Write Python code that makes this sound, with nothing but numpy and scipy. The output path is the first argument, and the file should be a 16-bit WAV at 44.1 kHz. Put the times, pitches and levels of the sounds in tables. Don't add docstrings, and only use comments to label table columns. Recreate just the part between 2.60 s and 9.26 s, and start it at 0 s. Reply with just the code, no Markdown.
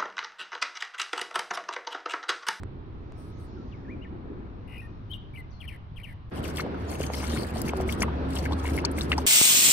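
import sys
import numpy as np
from scipy import signal
from scipy.fft import rfft, irfft, next_fast_len
from scipy.io import wavfile
from scipy.ndimage import uniform_filter1d

SR = 44100
rng = np.random.default_rng(int(sys.argv[2]) if len(sys.argv) > 2 else 0)


def master_out(mix):
    frames = np.transpose(np.atleast_2d(mix))
    ceiling = np.clip(frames, -1, 1)
    pcm = np.round(ceiling * 32767).astype(np.int16)
    wavfile.write(sys.argv[1], SR, pcm)


N = 293926
TIME_S = np.arange(N) / SR
CUT_S, BAND_LIMIT_HZ = 3.705, 15800
PARK_LAG_MS, YARD_LAG_MS, BOWL_LAG_MS = 0.36, 0.38, 0.095


def amp(db):
    return 10 ** (np.asarray(db) / 20)


def unit_rms(x):
    return x / np.sqrt(np.mean(x ** 2) + 1e-20)


def curve_at(points, hz):
    freqs, values = np.transpose(points)
    return np.interp(np.log(hz + 1), np.log(freqs + 1), values)


def add(mix, start_s, sound):
    part = mix[round(start_s * SR):][:len(sound)]
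    part += sound[:len(part)]


def fader(rows):
    times, db = np.transpose(rows)
    return amp(np.interp(TIME_S, times, db, -200, -200))


def bursts(rows, rise_db_per_s, sag_db_per_s, fall_db_per_s):
    t = np.arange(0, N + 32, 32) / SR
    start, length, top_db = np.transpose(rows)[:, :, None]
    db = top_db - sag_db_per_s * np.clip(t - start, 0, length)
    db -= np.maximum(rise_db_per_s * (start - t), 0)
    db -= np.maximum(fall_db_per_s * (t - start - length), 0)
    return np.interp(TIME_S, t, amp(db.max(axis=0)))


def resonate(x, hz, width_hz):
    carrier = np.exp(2j * np.pi * np.cumsum(hz * np.ones(len(x))) / SR)
    pole = np.exp(-np.pi * width_hz / SR)
    return 2 * (carrier * signal.lfilter([1 - pole], [1, -pole], x / carrier + 1e-18)).real


def coloured(x, points):
    size = next_fast_len(N)
    return irfft(rfft(x, size) * amp(curve_at(points, np.fft.rfftfreq(size, 1 / SR))), size)[:N]


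# freq_hz, coherence
MIC_COHERENCE = [(30, 0.35), (70, 0.87), (250, 0.92), (600, 0.4), (8000, 0.039)]


def wash(colour, patchy_db, in_park):
    cut = round(CUT_S * SR)
    start, end, lag_ms = (0, cut, PARK_LAG_MS) if in_park else (cut, N, YARD_LAG_MS)
    frames, hz = (end - start) // 256 + 5, np.fft.rfftfreq(1024, 1 / SR)[:, None]
    left_re, left_im, own_re, own_im, patches = rng.standard_normal((frames, 513, 5)).T
    patches = unit_rms(uniform_filter1d(uniform_filter1d(patches, size=10, axis=0), size=12, axis=1))
    coherence = curve_at(MIC_COHERENCE, hz)
    lead = np.exp(2j * np.pi * hz * lag_ms / 1000)
    left = left_re + 1j * left_im
    right = coherence * left * lead + np.sqrt(1 - coherence ** 2) * (own_re + 1j * own_im)
    spectra = np.array([left, right]) * amp(curve_at(colour, hz) + patchy_db * patches)
    out = np.zeros((2, N))
    out[:, start:end] = unit_rms(signal.istft(spectra, nperseg=1024, noverlap=768)[1][:, :end - start])
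    return out


# freq_hz, gain_db
WIND_COLOUR = [(20, -17.5), (50, 2.5), (90, 2.5), (160, -10), (350, -23), (600, -26), (1100, -24.5),
               (2000, -36.5), (4000, -42), (6200, -60), (7200, -79)]
# time_s, level_db
WIND_LEVEL = [(0, -40.5), (1.58, -41), (2.86, -41), (3.7, -42)]


def wind():
    return fader(WIND_LEVEL) * wash(WIND_COLOUR, patchy_db=0.5, in_park=True)


# freq_hz, gain_db
TRAFFIC_COLOUR = [(110, -27.5), (160, -7), (257, -1), (400, -6), (520, -17.5), (1300, -25.5), (2500, -37),
                  (5000, -93)]
# time_s, level_db
TRAFFIC_LEVEL = [(0, -48), (1.0, -45), (1.7, -41.5), (2.4, -50.5), (3.0, -60.5), (3.7, -65)]


def traffic():
    rightward_db = np.interp(TIME_S, [0, 2.5], [3.0, -2.5])
    pan = amp(np.outer([-1, 1], rightward_db))
    return fader(TRAFFIC_LEVEL) * wash(TRAFFIC_COLOUR, patchy_db=2.1, in_park=True) * pan


# start_s, level_db (before filtering)
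TWIG_TICKS = [(0.0341, -28), (0.522, -36.5)]


def twig_ticks():
    out, t = np.zeros(N), np.arange(0, .007, 1 / SR)
    for start, db in TWIG_TICKS:
        add(out, start, amp(db) * rng.standard_normal(400)[:len(t)] * np.exp(-t / 0.001))
    return coloured(out, [(500, 12), (1100, 10.5), (4000, -8.5), (9000, -15), (12000, -30)])


# time_s, level_db
LEAF_LEVEL = [(0.3, -94), (0.6, -68), (1.1, -71), (1.6, -90.5), (2.3, -79), (3.7, -98)]
# freq_hz, gain_db
LEAF_SPECTRUM = [(2500, -32), (3600, 1.5), (5500, 0.5), (6900, -9), (7500, -59)]


def leaves():
    return fader(LEAF_LEVEL) * wash(LEAF_SPECTRUM, patchy_db=2.5, in_park=True)


# freq_hz, gain_db
BIRD_OVERTONES = [(4000, -25), (5600, -25.5), (7200, -65), (8300, -24), (12500, -22), (13800, -51),
                  (16000, -55)]
HUSK_REFERENCE_DB, NEAR_FROM_S, NEAR_TOP_HZ = -55.5, 1.9, 4000


def whistle(start_s, hz, gain, husky=0.8):
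    flutter, husk = rng.standard_normal((2, 20000))
    flutter = 1 + 0.2 * unit_rms(uniform_filter1d(flutter, size=200))[:len(hz)]
    husk = 1 + husky * unit_rms(uniform_filter1d(uniform_filter1d(husk, size=24), size=24))[:len(hz)]
    phase = 2 * np.pi * np.cumsum(hz) / SR
    tone = np.sin(phase)
    if NEAR_FROM_S < start_s < CUT_S and hz.mean() < NEAR_TOP_HZ:
        overtones = sum(amp(curve_at(BIRD_OVERTONES, k * hz)) * (k * hz < SR / 2) * np.sin(k * phase)
                        for k in range(2, 9))
        tone += husk * overtones * (amp(HUSK_REFERENCE_DB) / gain) ** 0.39
    return np.sqrt(2) * gain * flutter * tone * signal.windows.tukey(len(hz), .12)


# time_s, pitch_hz, level_db
BIRD_NOTES = [
    [(0.53, 1310, -76), (0.62, 1265, -68.5), (0.82, 1280, -67), (0.9, 1240, -73)],
    [(0.96, 1645, -64), (0.974, 1403, -62), (0.99, 1336, -64), (1.035, 1335, -63)],
    [(1.248, 1910, -55), (1.27, 1537, -73), (1.285, 1696, -57), (1.312, 2340, -49), (1.325, 2460, -56),
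     (1.348, 2260, -52)],
    [(1.412, 2650, -59), (1.434, 3020, -53), (1.452, 1884, -50.5), (1.463, 1730, -61), (1.482, 2010, -62)],
    [(2.215, 1940, -53), (2.229, 1860, -52.5), (2.259, 1833, -57), (2.275, 1810, -75)],
    [(1.112, 3800, -71), (1.128, 2770, -58.5), (1.142, 2240, -58), (1.165, 1940, -69)],
    [(2.178, 2510, -44), (2.198, 2440, -48.5), (2.203, 2480, -46), (2.208, 2800, -49), (2.214, 2500, -56)],
    [(2.495, 2905, -62), (2.508, 3074, -49), (2.516, 3115, -34.5), (2.524, 3200, -45), (2.53, 3920, -48),
     (2.537, 3040, -36.5), (2.548, 2830, -47), (2.575, 2930, -57)],
    [(2.735, 2310, -52), (2.757, 2283, -46), (2.763, 3040, -49), (2.769, 2850, -52), (2.777, 2080, -46),
     (2.803, 2070, -46), (2.816, 1950, -55)],
    [(2.9, 5200, -72), (2.912, 6400, -66), (2.92, 4770, -60), (2.93, 4300, -59), (2.98, 4080, -70)],
    [(3.765, 3300, -57), (3.774, 3040, -51), (3.784, 2600, -50)],
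    [(4.277, 6850, -53), (4.302, 7050, -52)],
    [(4.318, 6550, -53), (4.342, 6400, -52)],
    [(4.435, 6440, -52), (4.478, 6390, -54)],
    [(3.834, 3160, -48), (3.843, 2914, -46), (3.85, 2630, -44), (3.856, 2020, -42)],
]


def gliding_notes():
    song, far = np.zeros((2, N))
    for points in BIRD_NOTES:
        times, hz, db = np.transpose(points)
        t = np.arange(times[0], times[-1], 1 / SR)
        glide_hz = uniform_filter1d(np.interp(t, times, hz), size=150)
        note = whistle(times[0], glide_hz, amp(np.interp(t, times, db)))
        add(far if hz[0] > NEAR_TOP_HZ else song, times[0], note)
    return song, far


# delay_s, gain_db
TREE_REFLECTIONS = [(.005, -5.5), (0.011, -12)]


def among_trees(song, far):
    reflected = coloured(song, [(2500, -2), (4000, 4), (7000, -14)])
    echoes = sum(amp(db) * np.roll(reflected, round(delay * SR)) for delay, db in TREE_REFLECTIONS)
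    t = np.arange(SR // 2) / SR
    haze = rng.standard_normal((2, len(t))) * amp(-60 * t / 0.49) * np.minimum(t / 0.015, 1)
    into_trees = amp(-10.0) * reflected + amp(-3.5) * far
    tail = signal.fftconvolve(into_trees[None], haze / np.linalg.norm(haze[0]), axes=1)[:, :N]
    early = song + echoes + .5 * far
    right = coloured(early, [(1700, 0.0), (2200, -5.5), (3000, -9.5)])
    return np.array([amp(2.5) * early, right]) + tail


# start_s, length_s, level_db
GRASS_RUSTLES = [(.585, 0.12, -69), (.802, 0.055, -69)]
# freq_hz, gain_db
GRASS_COLOUR = [(6500, -45), (8000, -8), (9200, -7), (12500, -18), (13500, -17), (15500, -19)]


def grass():
    puffs = bursts(GRASS_RUSTLES, rise_db_per_s=850, sag_db_per_s=30, fall_db_per_s=550)
    return puffs * wash(GRASS_COLOUR, patchy_db=2.4, in_park=True) * amp([[2.5], [-2.5]])


# start_s, end_s, centre_hz, swing_hz, rate_hz, final_level_db
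BIRD_TRILL = (2.072, 2.178, 2435.5, 465, 66.5, -47)


def trill():
    start, end, centre_hz, swing_hz, rate_hz, final_db = BIRD_TRILL
    out, t = np.zeros(N), np.arange(0, end - start, 1 / SR)
    hz = centre_hz - swing_hz * np.cos(2 * np.pi * rate_hz * (t - .003))
    add(out, start, whistle(start, hz, amp(final_db - 11 * (1 - t / t[-1])), husky=0.86))
    return out


# start_s, top_hz, slide_s, length_s, top_db
BIRD_WARBLES = [(2.996, 3390, 0.04, 0.065, -48.5), (3.07, 3180, 0.036, 0.099, -45),
                (3.357, 3380, 0.037, 0.064, -51), (3.427, 3150, 0.042, 0.11, -47)]


def warbles():
    flick_s, low_hz, high_hz, rate_hz = 0.0094, 1810, 2460, 58
    narrow_hz_per_s, sink_hz_per_s = 2600, 4700
    trough_db, swing_db, fade_db_per_s = -58, 10.5, 93
    out = np.zeros(N)
    for start, top_hz, slide_s, length_s, top_db in BIRD_WARBLES:
        t = np.arange(0, length_s, 1 / SR)
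        swung_s = np.maximum(t - slide_s, 0)
        swing = .5 - .5 * np.cos(2 * np.pi * rate_hz * swung_s)
        hz = np.interp(t, [0, flick_s, slide_s], [0.7 * top_hz, top_hz, low_hz])
        hz += swing * (high_hz - low_hz - narrow_hz_per_s * swung_s) - sink_hz_per_s * swung_s
        db = np.interp(t, [0, flick_s, slide_s / 2, slide_s],
                       [top_db - 23, top_db, top_db + 2.5, trough_db])
        db += swing_db * swing - fade_db_per_s * swung_s
        add(out, start, whistle(start, uniform_filter1d(hz, size=120), amp(db), husky=1.5))
    return out


# freq_hz, gain_db
RUMBLE_COLOUR = [(20, -50), (50, -2), (110, -1.5), (160, -3), (256, -2), (400, -5.5), (700, -13),
                 (1300, -18), (2000, -26), (4500, -37.5), (6300, -50.5), (7300, -87)]
# time_s, level_db
RUMBLE_LEVEL = [(3.705, -57), (3.72, -32.5), (4.3, -34), (5.2, -32), (6.66, -32)]


def yard_rumble():
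    return fader(RUMBLE_LEVEL) * wash(RUMBLE_COLOUR, patchy_db=1.66, in_park=False)


# time_s, level_db
ENGINE_LEVEL = [(3.706, -58), (3.76, -45.5), (4.5, -40.5), (5.2, -41), (5.85, -36.5), (6.3, -35.5),
                (6.66, -37.5)]
FIRING_HZ, SWAY_DB, SWAY_WIDTH_HZ = 74.5, 1.5, 2.6


def engine():
    firing_hz = FIRING_HZ * (1 + 0.01796 * unit_rms(resonate(rng.standard_normal(N), 0, 3.35)))
    shared, left, right = rng.standard_normal((3, N))
    fuzz = [unit_rms(resonate(resonate(shared + 0.084 * own, firing_hz, 23), firing_hz, 34))
            for own in (left, right)]
    drone = 2.45 * np.sin(2 * np.pi * np.cumsum(firing_hz) / SR) + 0.96 * np.array(fuzz)
    sway = amp(SWAY_DB * unit_rms(resonate(shared[::-1], 0, SWAY_WIDTH_HZ)))
    return drone * fader(ENGINE_LEVEL) * sway


# start_s, end_s, pitch_hz, level_db
YARD_HUMS = [(3.73, 4.302, 282.5, -47), (4.6, 5.503, 231.7, -40.5), (5.148, 5.297, 375, -34.5),
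             (5.558, 6.672, 265, -39.5), (5.905, 6.664, 329, -51.5)]


def hums(width_hz=8.3):
    out = np.zeros(N)
    for start, end, hz, db in YARD_HUMS:
        t = np.arange(0, end - start, 1 / SR)
        hum = resonate(resonate(rng.standard_normal(70000), hz, width_hz), hz, width_hz)[-len(t):]
        add(out, start, unit_rms(hum) * amp(db) * signal.windows.tukey(len(t), 0.027 / t[-1]))
    return out


# start_s, length_s, level_db
TONGUE_THROWS = [(3.76, 0.032, -55.5), (3.845, 0.063, -50.5), (3.96, 0.05, -48.5), (4.19, 0.091, -69.5),
                 (4.3, 0.051, -50.5), (4.4, 0.065, -48), (4.535, 0.31, -45), (4.87, 0.035, -54),
                 (4.955, 0.049, -49.5), (5.055, 0.039, -47.5), (5.166, 0.012, -55), (5.212, 0.0076, -51.5),
                 (5.288, 0.052, -48.5), (5.4, 0.032, -50), (5.71, 0.03, -53.5), (5.755, 0.041, -47),
                 (5.828, 0.029, -50.5), (5.912, 0.014, -55.5), (5.99, 0.011, -52), (6.045, 0.063, -47.5),
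                 (6.14, 0.052, -48.5), (6.378, 0.069, -48), (6.5, 0.033, -51), (6.58, 0.037, -52)]


def wetness(dripping_db=-80.5):
    throws = bursts(TONGUE_THROWS, rise_db_per_s=802, sag_db_per_s=8.5, fall_db_per_s=803)
    return throws + amp(dripping_db) * (TIME_S > CUT_S)


# freq_hz, gain_db
SPRAY_SPECTRUM = [(500, -6.5), (1200, -3.5), (2130, -7.5), (3040, -5.5), (5500, -6.5), (8000, -12),
                  (8750, -2), (9400, -10.5), (12000, -11.5), (15900, -20.5)]


def droplets(per_s=1100):
    size_draw, time_draw, pitch_draw = rng.random((N, 3)).T
    hits = amp(-4.8 * np.log(size_draw + 0.022)) * (time_draw < per_s / SR) * wetness()
    out, pitches = np.zeros(N), np.geomspace(700, 14000, num=24)
    pitch_index = np.floor(pitch_draw * len(pitches))
    for k, hz in enumerate(pitches):
        gain = amp(curve_at(SPRAY_SPECTRUM, hz)) * np.sqrt(hz / 8000)
        ping = gain * bubble(hz, ring_s=1.9 / hz + 0.00023, rise=0.03, slap=0.28)
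        out += signal.oaconvolve(hits * (pitch_index == k), ping)[:N]
    return out


def mist():
    sputter = amp(2.4 * unit_rms(uniform_filter1d(rng.standard_normal(N), size=220)))
    fizz = wash(SPRAY_SPECTRUM, patchy_db=4.3, in_park=False)
    return wetness() * unit_rms(sputter) * fizz * amp([[4], [-1.5]])


# start_s, level_db (before filtering)
STEEL_DROPS = [(3.8785, -37), (3.9698, -32.5), (4.5415, -48), (5.0166, -22), (5.0822, -36), (5.1705, -37),
               (5.2109, -39), (5.3237, -29), (6.1658, -32), (6.387, -30)]


def drop_ticks(peak_s=0.00078):
    out, age = np.zeros(N), np.arange(0, 6, 1 / (SR * peak_s))
    for start, db in STEEL_DROPS:
        add(out, start, amp(db) * rng.standard_normal(600)[:len(age)] * age * np.exp(1 - age))
    return coloured(out, [(1500, -25), (5000, -6), (9000, -3.5)])


def bubble(hz, ring_s, rise, slap):
    age = np.arange(0, 5 * ring_s, 1 / SR) / ring_s
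    swell = age * np.exp(1 - age)
    rising_hz = hz * (1 + rise * (age - 1))
    tone = np.sin(2 * np.pi * np.cumsum(rising_hz) / SR + 2 * np.pi * rng.random())
    film = resonate(resonate(rng.standard_normal(1600), hz, 0.48 * hz), hz, 0.48 * hz)
    return swell ** 3.1 * tone + slap * unit_rms(film)[-len(age):] * swell ** 1.16


# peak_s, pitch_hz, level_db
BOWL_BUBBLES = [(3.9725, 3280, -31.5), (3.9845, 2020, -28), (3.9876, 2140, -29), (3.9973, 1270, -29),
                (4.005, 5360, -44), (4.0003, 2093, -32.5), (4.006, 4150, -36), (4.145, 1335, -36.5),
                (4.411, 6050, -37), (4.438, 2374, -32.5), (4.542, 2020, -35.5), (4.634, 924, -33.5),
                (4.642, 2140, -37), (4.762, 1405, -33), (4.773, 2080, -34.5), (4.8293, 473, -26.5),
                (4.9621, 710, -29.5), (5.079, 2220, -32), (5.093, 2265, -27.5), (5.2914, 2140, -31.5),
                (5.2958, 2240, -31), (5.326, 3240, -33), (5.4067, 6240, -32.5), (5.42, 1590, -25),
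                (5.4208, 5536, -25), (5.4219, 2210, -23), (5.426, 9500, -28), (5.4338, 2010, -30),
                (5.4334, 1073, -24.5), (5.4822, 900, -29), (5.7548, 8950, -35), (5.766, 3030, -29.5),
                (5.793, 4360, -40), (5.8547, 2160, -33), (5.861, 1680, -30.5), (5.912, 830, -31),
                (5.922, 3360, -36.5), (5.9235, 895, -29.5), (5.9327, 3810, -35), (6.0476, 900, -33),
                (6.0566, 2170, -35.5), (6.0693, 2100, -31), (6.089, 2180, -36), (6.1781, 2150, -31),
                (6.187, 2100, -29.5), (6.244, 950, -25.5), (6.2505, 4340, -21.5), (6.2525, 5570, -25),
                (6.254, 2375, -31), (6.3146, 8950, -40), (6.3845, 2090, -31), (6.4108, 3794, -26),
                (6.518, 1170, -23.5), (6.519, 2680, -17), (6.519, 1720, -33), (6.5303, 1960, -21.5),
                (6.5813, 836, -19), (6.581, 5370, -29.5)]


def bubbles():
    out = np.zeros(N)
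    for peak_s, hz, db in BOWL_BUBBLES:
        ring_s = 0.0031 * (1000 / hz) ** .55
        add(out, peak_s - ring_s, amp(db) * bubble(hz, ring_s, rise=0.06, slap=0.41))
        for late, higher in rng.random((2, 2)):
            shed_hz = min(hz * 2 ** (0.857 * higher - 0.3), BAND_LIMIT_HZ)
            shed = bubble(shed_hz, 0.87 * ring_s, rise=0.084, slap=0.24)
            add(out, peak_s + 0.008 * late, amp(db - 7.5) * shed)
    return out


# time_s, level_db, cavity_hz
TONGUE_PLUNGES = [(4.04, -26, 385), (4.05, -21, 467), (4.065, -25.5, 634), (4.405, -18, 403),
                  (4.5024, -19.5, 572), (4.739, -20.5, 282), (4.929, -30, 376), (5.136, -17.5, 603),
                  (5.203, -18.5, 600), (5.282, -24.5, 337), (5.4, -24.5, 326), (5.4195, -21, 653),
                  (5.828, -24, 420), (6.148, -23, 387), (6.383, -33, 530)]


def plunges():
    out = np.zeros(N)
    for time_s, db, hz in TONGUE_PLUNGES:
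        cycles = np.arange(0, 8, hz / SR)
        wobble = unit_rms(uniform_filter1d(rng.standard_normal(3000), size=90))[:len(cycles)]
        phase = 2 * np.pi * np.cumsum(hz * (1 + 0.26 * wobble)) / SR
        add(out, time_s - .001, -amp(db) * np.sin(phase) * np.exp(-cycles / 1.9))
    return out


# pitch_hz, width_hz, relative_db
BOWL_MODES = [(2140, 126, 8), (4800, 230, 12)]


def steel_bowl(water):
    ring = sum(amp(db) * resonate(water, hz, width) for hz, width, db in BOWL_MODES)
    return water + amp(-9.5) * ring


# freq_hz, left_minus_right_db
BOWL_TILT = [(500, 2.5), (1500, 1), (6000, 8), (13000, 6.5)]


def close_microphones(bowl):
    size = next_fast_len(N)
    hz = np.fft.rfftfreq(size, 1 / SR)
    tilt = amp(curve_at(BOWL_TILT, hz) / 2)
    pair = np.array([tilt * np.exp(-2j * np.pi * hz * BOWL_LAG_MS / 1000), 1 / tilt])
    direct = irfft(rfft(bowl, size) * pair, size)[:, :N]
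    t = np.arange(SR // 10) / SR
    scatter = np.gradient(rng.standard_normal((2, len(t))), axis=1) * amp(-60 * t / 0.019) * (t > .0006)
    scatter /= np.linalg.norm(scatter[0])
    return direct + amp(-5.5) * signal.fftconvolve(direct, scatter, axes=1)[:, :N]


def scene():
    until_cut = np.clip((CUT_S - TIME_S) / 0.012, 0, 1)
    park = (wind() + leaves() + traffic() + grass()) * until_cut
    song, far_calls = gliding_notes()
    birds = among_trees(song + warbles() + trill(), far_calls)
    park += twig_ticks()
    yard = engine() + hums() + yard_rumble()
    water = amp(7) * droplets() + drop_ticks() + bubbles() + plunges()
    dog = close_microphones(steel_bowl(water)) + mist()
    return park + birds + yard + dog


def record(dry):
    lowpass = signal.firwin(511, BAND_LIMIT_HZ, window=("kaiser", 9), fs=SR)
    return signal.oaconvolve(dry, lowpass[None], "same")


dry = scene()
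out = record(dry)
master_out(out)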